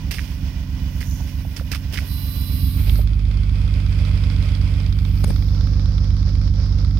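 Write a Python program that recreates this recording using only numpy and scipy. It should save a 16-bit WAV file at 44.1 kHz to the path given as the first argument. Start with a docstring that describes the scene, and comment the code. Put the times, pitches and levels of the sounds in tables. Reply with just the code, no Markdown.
"""A straight-six idles, heard from behind its tailpipe; near 2.8 s the loping idle picks up and firms.
The exhaust repeats one cycle of pressure waves plus pulsing turbulence; valve gear ticks under a rush of gas.
A person with a camera scuffs gritty concrete and shifts about: filtered noise under short envelopes.
The lens motor whines once in tooth-rate harmonics, and knocks strike the camera.
The left microphone is muffled over most of the range."""
import sys
import numpy as np
from scipy import signal
from scipy.fft import rfft, irfft, next_fast_len
from scipy.io import wavfile

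SR = 44100
rng = np.random.default_rng(int(sys.argv[2]) if len(sys.argv) > 2 else 0)


def master_out(mix):
    """Clip the mix to full scale and print it as 16-bit PCM to the path in sys.argv[1]."""
    frames = np.transpose(np.atleast_2d(mix))
    ceiling = np.clip(frames, -1, 1)
    pcm = np.round(ceiling * 32767).astype(np.int16)
    wavfile.write(sys.argv[1], SR, pcm)


N = 308259
TIME = np.arange(N) / SR
SIZE = 2 * next_fast_len(N // 2 + SR // 10)
HZ = np.arange(SIZE // 2 + 1) * SR / SIZE

# idle control lifts the low idle to a high one
LOW_IDLE_RPM, HIGH_IDLE_RPM = 928.85, 967.97
PICKUP_S, PICKUP_RISE_S = 2.709, 0.222
# rush and sizzle swell and sink once while the listener crouches: peak, half width
SWELL_S, SWELL_WIDTH_S = 4.4, 0.82


def from_db(db):
    """Decibels to gain."""
    return 10 ** (np.asarray(db) / 20)


def rms_one(x):
    """Scale to unit power."""
    return x / np.sqrt(np.mean(x ** 2) + 1e-20)


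def at_hz(points, hz):
    """Read a spectrum on a log-frequency axis."""
    f, value = np.transpose(points)
    return np.interp(np.log(hz + 1e-3), np.log(f), value)


def ramp(start_s, length_s):
    """Straight rise from 0 to 1."""
    return np.clip((TIME - start_s) / length_s, 0, 1)


def hump(peak_s, width_s):
    """Bell-shaped swell of height 1."""
    return np.exp(-((TIME - peak_s) / width_s) ** 2)


def burst(start_s, decay_s, rise_s=0.0007):
    """Quick rise and exponential fall."""
    age = np.maximum(TIME - start_s, 0)
    return (1 - np.exp(-age / rise_s)) * np.exp(-age / decay_s)


def drift(rate_hz):
    """Slow random wandering, rms 1."""
    knots = rng.standard_normal(int(N / SR * rate_hz) + 2)
    return rms_one(np.interp(TIME * rate_hz, np.arange(len(knots)), knots))


def causal(gain):
    """Complex response of a passive body with these gains: nothing rings before it is struck."""
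    cepstrum = irfft(np.log(gain))
    half = len(cepstrum) // 2
    cepstrum[1:half] *= 2
    cepstrum[half + 1:] = 0
    return np.exp(rfft(cepstrum))


def colour(x, db):
    """Filter by a gain in dB at every frequency."""
    return irfft(rfft(x, SIZE) * causal(from_db(db)))[..., :N]


def noise(spectrum, grain_db=0, echo_s=0, echo=0):
    """Stereo noise of rms 1, less alike in the treble; grain crackles, a repeating echo ripples the spectrum."""
    # Each row: frequency in Hz, likeness of the two channels.
    likeness = [(100, 0.69), (300, 0.7), (700, 0.81), (2500, 0.45), (5000, 0.24), (14000, 0.22)]
    specks = np.minimum(rng.exponential(1, N // 10 + 1), 4)
    grain = from_db(grain_db * specks).repeat(10)[:N]
    mid, side = rfft(rng.standard_normal((2, N)) * grain, SIZE)
    alike = at_hz(likeness, HZ)
    pair = np.sqrt(1 + alike) * mid + np.sqrt(1 - alike) * side * [[1], [-1]]
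    low_cut = np.minimum(HZ / spectrum[0][0], 1) ** 2
    ripple = 1 / (1 - echo * np.exp(-2j * np.pi * HZ * echo_s))
    return rms_one(irfft(pair * low_cut * ripple * from_db(at_hz(spectrum, HZ)))[:, :N])


def crank_speed():
    """Low idle hunts ever more widely, is lifted, overshoots and settles in a damped swing (rpm)."""
    hunt_rpm, growth_rpm_per_s, hunt_period_s, crest_s = 4.3, 7.55, 1.704, 1.73
    overshoot_rpm, settle_s, settle_period_s = 56.3, 0.92, 3.55
    swing = hunt_rpm + growth_rpm_per_s * TIME
    low = LOW_IDLE_RPM + swing * np.cos(2 * np.pi * (TIME - crest_s) / hunt_period_s)
    age = np.maximum(TIME - PICKUP_S - PICKUP_RISE_S, 0)
    settling = np.exp(-age / settle_s) * np.cos(2 * np.pi * age / settle_period_s)
    high = HIGH_IDLE_RPM + overshoot_rpm * settling
    return low + (high - low) * ramp(PICKUP_S, PICKUP_RISE_S)


def listener_place():
    """0 standing, 1 crouched, 2 low beside the pipe; each move eases in and out."""
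    # Each row: middle of the move in seconds, length in seconds.
    moves = [(2.672, 0.79), (5.237, 0.53)]
    return sum(0.5 - 0.5 * np.cos(np.pi * ramp(middle - length / 2, length)) for middle, length in moves)


def sizzle(rest_db=-68, swell_db=4.5, grain_db=2.5):
    """Thin high hiss that swells with the rush, and rustles when the person shifts."""
    # Each row: frequency in Hz, level in dB.
    sizzle_colour = [(6000, -33), (9000, -3), (12000, -2.5), (14200, 5.5), (15700, -7)]
    # Each row: start of the fade in seconds, peak in dB, time to swell and to fade in seconds.
    rustle_rows = [(.27, -55, 0.35), (1.1, -47.5, 0.18), (1.5, -52, 0.8), (5.25, -50, 0.21)]
    steady = from_db(rest_db + swell_db * hump(SWELL_S, SWELL_WIDTH_S))
    rustles = [from_db(db) * np.exp(-abs(TIME - s) / width) for s, db, width in rustle_rows]
    return np.linalg.norm([steady, *rustles], axis=0) * noise(sizzle_colour, grain_db)


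def zoom_motor(flutter=0.00332, waver_db=1.5, mesh=0.3, alike=0.63):
    """Small gears whine at multiples of their tooth rate and hiss as the teeth slide."""
    # Each row: multiple of the tooth rate, level in dB.
    whine_lines = [(2.05, -10.5), (4, -18), (5, -5.5), (6, -8), (7, 2.5), (8, -4), (9, -1), (16, -13),
                   (17, -19), (19, -11), (20, -9), (21.5, 3), (22, 5.5), (23, 4), (24, -5), (25, -2)]
    # Each row: frequency in Hz, level in dB.
    gear_colour = [(2500, -21), (4500, -10), (6000, -25.5), (8000, -25), (9000, -10.5), (10500, -12.5),
                   (11700, -10.5), (12400, -2.5), (13200, -7.5), (14400, -6), (15500, -23)]
    start_s, ease_s, stop_s = 2.01, 2.61, 3.06
    attack_s, release_s, whine_delay_s = 0.077, 0.075, 0.047
    start_tooth_hz, sag_hz_per_s2 = 576.4, 24
    whine_db, whine_fade_db_per_s = -39.5, 30
    hiss_db, hiss_swell_db, hiss_swell_width_s = -41.5, 2, 0.23

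    tooth_hz = start_tooth_hz - sag_hz_per_s2 * (np.clip(TIME, start_s, stop_s) - start_s) ** 2
    turn = 2 * np.pi * np.cumsum(tooth_hz * (1 + flutter * drift(150))) / SR
    whine = rms_one(sum(from_db(db + waver_db * drift(20)) * np.sin(k * turn) for k, db in whine_lines))
    # every second tooth slides alike, so the hiss gathers into fine lines
    sliding = []
    for side in noise(gear_colour, grain_db=1.0):
        repeats = [alike ** k * np.interp(TIME - 2 * k / tooth_hz, TIME, side) for k in range(4)]
        sliding.append(sum(repeats))
    hiss = rms_one(np.array(sliding)) * (1 + mesh * np.cos(turn))

    running = ramp(start_s, attack_s) * (1 - ramp(stop_s - release_s, release_s))
    eased_s = np.maximum(TIME - ease_s, 0)
    # the teeth bite a moment after the start; the whine fades once the motor eases off
    whine_gain = ramp(start_s + whine_delay_s, attack_s) * from_db(whine_db - whine_fade_db_per_s * eased_s)
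    hiss_gain = from_db(hiss_db + hiss_swell_db * hump(ease_s, hiss_swell_width_s))
    return running * (whine_gain * whine + hiss_gain * hiss)


def bumps(rise_share=0.13):
    """A finger knocks the camera case near the left microphone; each knock has its own hardness."""
    # Each row: start in seconds, level in dB, decay in seconds, hardness (low-pass) in Hz,
    # left minus right in dB.
    knock_rows = [(5.2413, -9.5, 0.001, 14000, 11), (5.2444, -9.5, 0.0015, 7000, 14),
                  (5.272, -29, 0.02, 12000, 20), (5.297, -31, 0.004, 2200, 6),
                  (5.3044, -9, 0.0031, 900, 17.5)]
    # Each row: frequency in Hz, level in dB.
    case_colour = [(150, 19), (300, 5.5), (550, 9), (900, -10.5), (2500, -9), (5200, -5.5), (7500, -19),
                   (9000, -10), (15000, -17)]
    case, out = noise(case_colour), 0
    for s, db, decay, hz, pan_db in knock_rows:
        gain = from_db(db + pan_db * np.array([[0.5], [-0.5]]))
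        knock = case * gain * burst(s, decay, rise_share * decay)
        out = out + signal.sosfilt(signal.butter(1, hz, fs=SR, output="sos"), knock)
    return out


def twist(peak_s=1.12, level_db=-45, width_s=0.1):
    """Sand squeals thinly under a turning sole: grainy noise that swells and fades."""
    # Each row: frequency in Hz, level in dB.
    squeal_colour = [(4800, -27), (5700, -1), (6800, -3), (7800, -22), (15000, -40)]
    return from_db(level_db) * np.exp(-abs(TIME - peak_s) / width_s) * noise(squeal_colour, grain_db=5.0)


def footsteps(grain_db=3.5, ring_cycles=3.2, grit_db=-5, spread=1.226):
    """Soles drag over sand, and single stones crack with a short dull ring."""
    # Each row: start in seconds, level in dB, decay in seconds.
    scuffs = [(0.109, -25.5, 0.019), (0.136, -37, 0.12), (1.005, -34, 0.022), (1.274, -43, .03),
              (1.563, -32.5, 0.024), (1.715, -24, 0.016), (1.746, -31, 0.015), (1.925, -34, 0.018),
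              (1.934, -34, 0.042), (1.972, -38, 0.032)]
    # Each row: frequency in Hz, level in dB.
    sole_colour = [(300, 0), (1000, -9), (2000, 2.5), (2800, 3.5), (4000, -3), (5200, 2.5), (7500, -11.5),
                   (9200, -5), (11500, -11.5), (14000, -4), (15700, -17)]
    # Each row: start in seconds, level in dB (before grit_db), pitch in Hz.
    stones = [(0.1842, -21, 1900), (.1925, -21.5, 1900), (1.012, -26.5, 1690), (1.027, -27.5, 1850),
              (1.111, -35, 5800), (1.204, -31, 726), (1.449, -30.5, 625), (1.568, -26, 5000),
              (1.596, -29.5, 1390), (1.608, -28, 570), (1.727, -23.5, 2190), (1.734, -25, 1490),
              (1.747, -26, 1690), (1.757, -29, 1370), (1.932, -30, 480), (1.957, -27, 1870),
              (1.973, -21.5, 2330), (1.979, -20, 2220), (1.987, -19, 1800), (2.015, -34, 626),
              (2.896, -24, 3120), (2.99, -24, 517)]
    out = noise(sole_colour, grain_db) * sum(from_db(db) * burst(s, decay) for s, db, decay in scuffs)
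    age = np.arange(SR // 20) / SR
    for s, db, hz in stones:
        crack = rng.standard_normal(len(age)) * np.exp(-age / max(ring_cycles / hz, 0.002))
        band = signal.butter(2, [hz / spread, hz * spread], "band", fs=SR, output="sos")
        crack = rms_one(signal.sosfilt(band, crack)) / np.sqrt(20)
        at = round(s * SR)
        out[:, at:at + len(age)] += from_db(db + grit_db) * crack
    return out


def valve_ticks(cycle, first_slot=0.013, decay_s=0.0028, rise_s=0.0018, scatter_db=1.5):
    """Envelope of twelve ticks a cycle; one loose valve stands out on every crank turn."""
    # Levels in dB of the six ticks of a crank turn.
    valves_db = [-1, 0, 0.5, -1.5, -8, 9.5]
    slot = np.floor(12 * (cycle - first_slot)).astype(int)
    at = np.flatnonzero(np.diff(slot)) + 1
    tick_db = np.array(valves_db)[slot[at] % len(valves_db)]
    hits = np.zeros(N)
    hits[at] = from_db(tick_db + scatter_db * rng.standard_normal(len(at)))
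    return signal.fftconvolve(hits, burst(0, decay_s, rise_s)[:SR // 20])[:N]


def rush(cycle, place, surge, far_tick_db=-8, near_tick_db=3.0, smooth_db=-3.0, flutter_db=1.69):
    """Gas and machinery hiss, changing colour with the listener's place; ticking carries under the car."""
    # Levels in dB standing, crouched and beside the pipe.
    rush_db = [-42.5, -45, -42.5]
    # Hiss at the three places, then the valve ticks. Each row: frequency in Hz, level in dB.
    standing = [(220, -10), (380, 1.5), (451, -8), (560, 0), (1010, -3.5), (1340, -7.5), (1610, -3.5),
                (2130, -3), (2950, -2), (4080, -10), (4770, -6.5), (5480, -5.5), (7950, -21),
                (13900, -26.5), (15500, -12.5)]
    crouched = [(220, -59), (380, -3), (518, 3.5), (707, -7), (1580, -6), (1740, -10), (2130, -1.5),
                (2520, 0), (2770, -7.5), (3340, -3.5), (3720, -14), (4990, -7.5), (6300, -22), (9000, -20),
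                (15500, -35)]
    beside = [(220, -27), (380, -1.5), (560, -3.5), (615, -10.5), (644, -9.5), (920, -11.5), (1360, -11.5),
              (2130, -18), (2730, -18.5), (3390, -20.5), (5230, -6), (7140, -29.5), (11700, -64.5),
              (14100, -55), (15500, -39)]
    tick_colour = [(900, -3.5), (1300, 4), (1800, -7.5), (2300, 1.5), (2800, -11.5), (3400, 3), (4100, -1),
                   (5000, -0.5), (6200, -11.5), (8000, -21), (9200, -14), (15000, -49)]
    surge_db, swell_db = 6.5, 5.5
    # the hiss carries fine, evenly spaced ripples, spaced differently at each place: (delay s, strength)
    echoes = [(0.00204, 0.32), (0.00475, 0.22), (0.00372, 0.2)]

    level_db = np.interp(place, [0, 1, 2], rush_db) + surge_db * surge
    level_db = level_db + swell_db * hump(SWELL_S, SWELL_WIDTH_S)
    hiss = 0
    for k, (spectrum, (delay_s, strength)) in enumerate(zip((standing, crouched, beside), echoes)):
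        weight = np.sqrt(np.clip(1 - abs(place - k), 0, 1))
        hiss = hiss + weight * noise(spectrum, echo_s=delay_s, echo=strength)
    hiss = hiss * from_db(smooth_db + flutter_db * drift(25))
    tick_gain = from_db(np.interp(place, [0, 1], [far_tick_db, near_tick_db]))
    ticks = valve_ticks(cycle) * tick_gain * noise(tick_colour)
    return from_db(level_db) * (hiss + ticks)


def pipe_tone(orders, cycle, weak_db=-24, weak_slope_db=1.52):
    """One four-stroke cycle of pressure waves leaving the pipe, repeated as the crank turns; rms 1."""
    order = np.arange(41)
    # orders that are not listed
    levels_db = np.where(order < 6, -36, weak_db - weak_slope_db * (order - 6))
    for k, db in orders:
        levels_db[k] = db
    wave = rms_one(irfft(causal(from_db(levels_db)) * (order > 0), 2048))
    return np.interp(cycle % 1, np.linspace(0, 1, len(wave), endpoint=False), wave)


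def exhaust(cycle, rpm, place, surge, loping_lag=0.352, firm_lag=0.3003, rumble_db=-17, calming_db=6,
            boom_per_rpm=0.026, boom_hz=70):
    """Uneven cylinders make the pipe throb; no two firings burn alike, and each stirs up turbulence."""
    # Levels in dB standing, crouched and beside the pipe.
    exhaust_db = [-24, -16.5, -16]
    # Tone of each idle. Each row: multiple of the cycle rate (every sixth is a firing order), level in dB.
    loping = [(1, -41), (2, -24), (3, -39.5), (4, -28.5), (5, -25.5), (6, 0.5), (7, -13.5), (8, 0),
              (9, 1.5), (10, -6.5), (11, -25), (12, -2.5), (13, -21.5), (14, -19.5), (15, -32), (16, -18),
              (17, -32.5), (18, -6.5), (19, -33), (20, -16.5), (21, -13), (22, -18), (23, -23.5), (24, -9),
              (25, -39.5), (26, -32.5), (27, -27), (28, -42), (29, -40), (30, -17.5), (31, -32),
              (32, -27.5), (33, -14), (34, -38.5), (35, -31), (36, -16.5), (37, -33), (38, -39), (39, -28),
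              (40, -31.5)]
    firm = [(6, 2), (7, -23.5), (8, -3.5), (9, -5.0), (10, -15.0), (12, 1), (14, -39), (16, -18.5),
            (18, -8.5), (20, -21.5), (21, -13.5), (22, -35.5), (24, -13.5), (27, -33.5), (30, -25),
            (33, -26), (36, -28.5)]
    # Turbulence in the pipe. Each row: frequency in Hz, level in dB.
    rumble_colour = [(30, -22), (45, -11.5), (70, -3.5), (110, 3.5), (170, -4.5), (280, -6), (350, -16.5),
                     (500, -43), (1500, -79.5)]
    surge_db, labour_db_per_rpm = 4, 0.0671
    load_creep_per_s, firm_load, load_per_rpm = 0.13, 0.89, 0.005

    lifted = ramp(PICKUP_S, PICKUP_RISE_S)
    # load, 0 loping to 1 firm: creeps up, steps up with the pick-up, then follows the speed
    high_load = firm_load + load_per_rpm * (rpm - HIGH_IDLE_RPM)
    load = np.clip((1 - lifted) * load_creep_per_s * TIME + lifted * high_load, 0, 1)
    level_db = np.interp(place, [0, 1, 2], exhaust_db) + surge_db * surge
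    # the low idle grows louder whenever the speed sags
    level_db = level_db + (1 - lifted) * labour_db_per_rpm * (LOW_IDLE_RPM - rpm)

    burn = cycle + 0.001 * drift(40)
    tone = (1 - load) * pipe_tone(loping, burn - loping_lag) - load * pipe_tone(firm, burn - firm_lag)
    # loping firings vary the most
    uneven = 1 + (0.15 - 0.1 * load) * drift(30)
    tone = tone / np.sqrt(load ** 2 + (1 - load) ** 2) * uneven
    # above the median speed the firing order runs into the silencer's boom
    boom = boom_per_rpm * np.maximum(rpm - np.median(rpm), 0)
    deep = signal.sosfiltfilt(signal.butter(3, boom_hz, fs=SR, output="sos"), tone)
    tone = (tone + boom * deep) / (1 + boom / 2)

    puffs = 1 + 0.5 * np.cos(12 * np.pi * cycle)  # six a cycle
    rumble = from_db(rumble_db - calming_db * load) * puffs * noise(rumble_colour)
    return from_db(level_db) * (tone + rumble)


def scene():
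    """The crank drives exhaust and valves; the person with the camera adds the rest."""
    rpm, place = crank_speed(), listener_place()
    # the pick-up sends one surge of gas down the pipe
    surge = hump(peak_s=2.908, width_s=0.11)
    cycle = np.cumsum(rpm / 120) / SR  # two crank turns each
    person = sizzle() + zoom_motor() + bumps() + twist() + footsteps()
    return person + rush(cycle, place, surge) + exhaust(cycle, rpm, place, surge)


def record(dry):
    """Each microphone has its own colour; the top is cut."""
    # Each row: frequency in Hz, left minus right in dB.
    ports = [(50, -6), (200, -5), (450, -6.5), (1000, -9), (2200, -10.5), (3500, -18), (5100, -25),
             (6300, -11), (8000, -0.5), (9200, 10), (11000, -6.5), (14000, -16), (16000, -30)]
    cutoff_hz = 15800
    tilt_db = at_hz(ports, HZ)
    # left and right gains average to 1
    right_db = 20 * np.log10(2 / (1 + from_db(tilt_db)))
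    pair = np.array([colour(dry[0], right_db + tilt_db), colour(dry[1], right_db)])
    return signal.sosfilt(signal.ellip(12, 0.1, 90, cutoff_hz, fs=SR, output="sos"), pair)


dry = scene()
out = record(dry)
master_out(out)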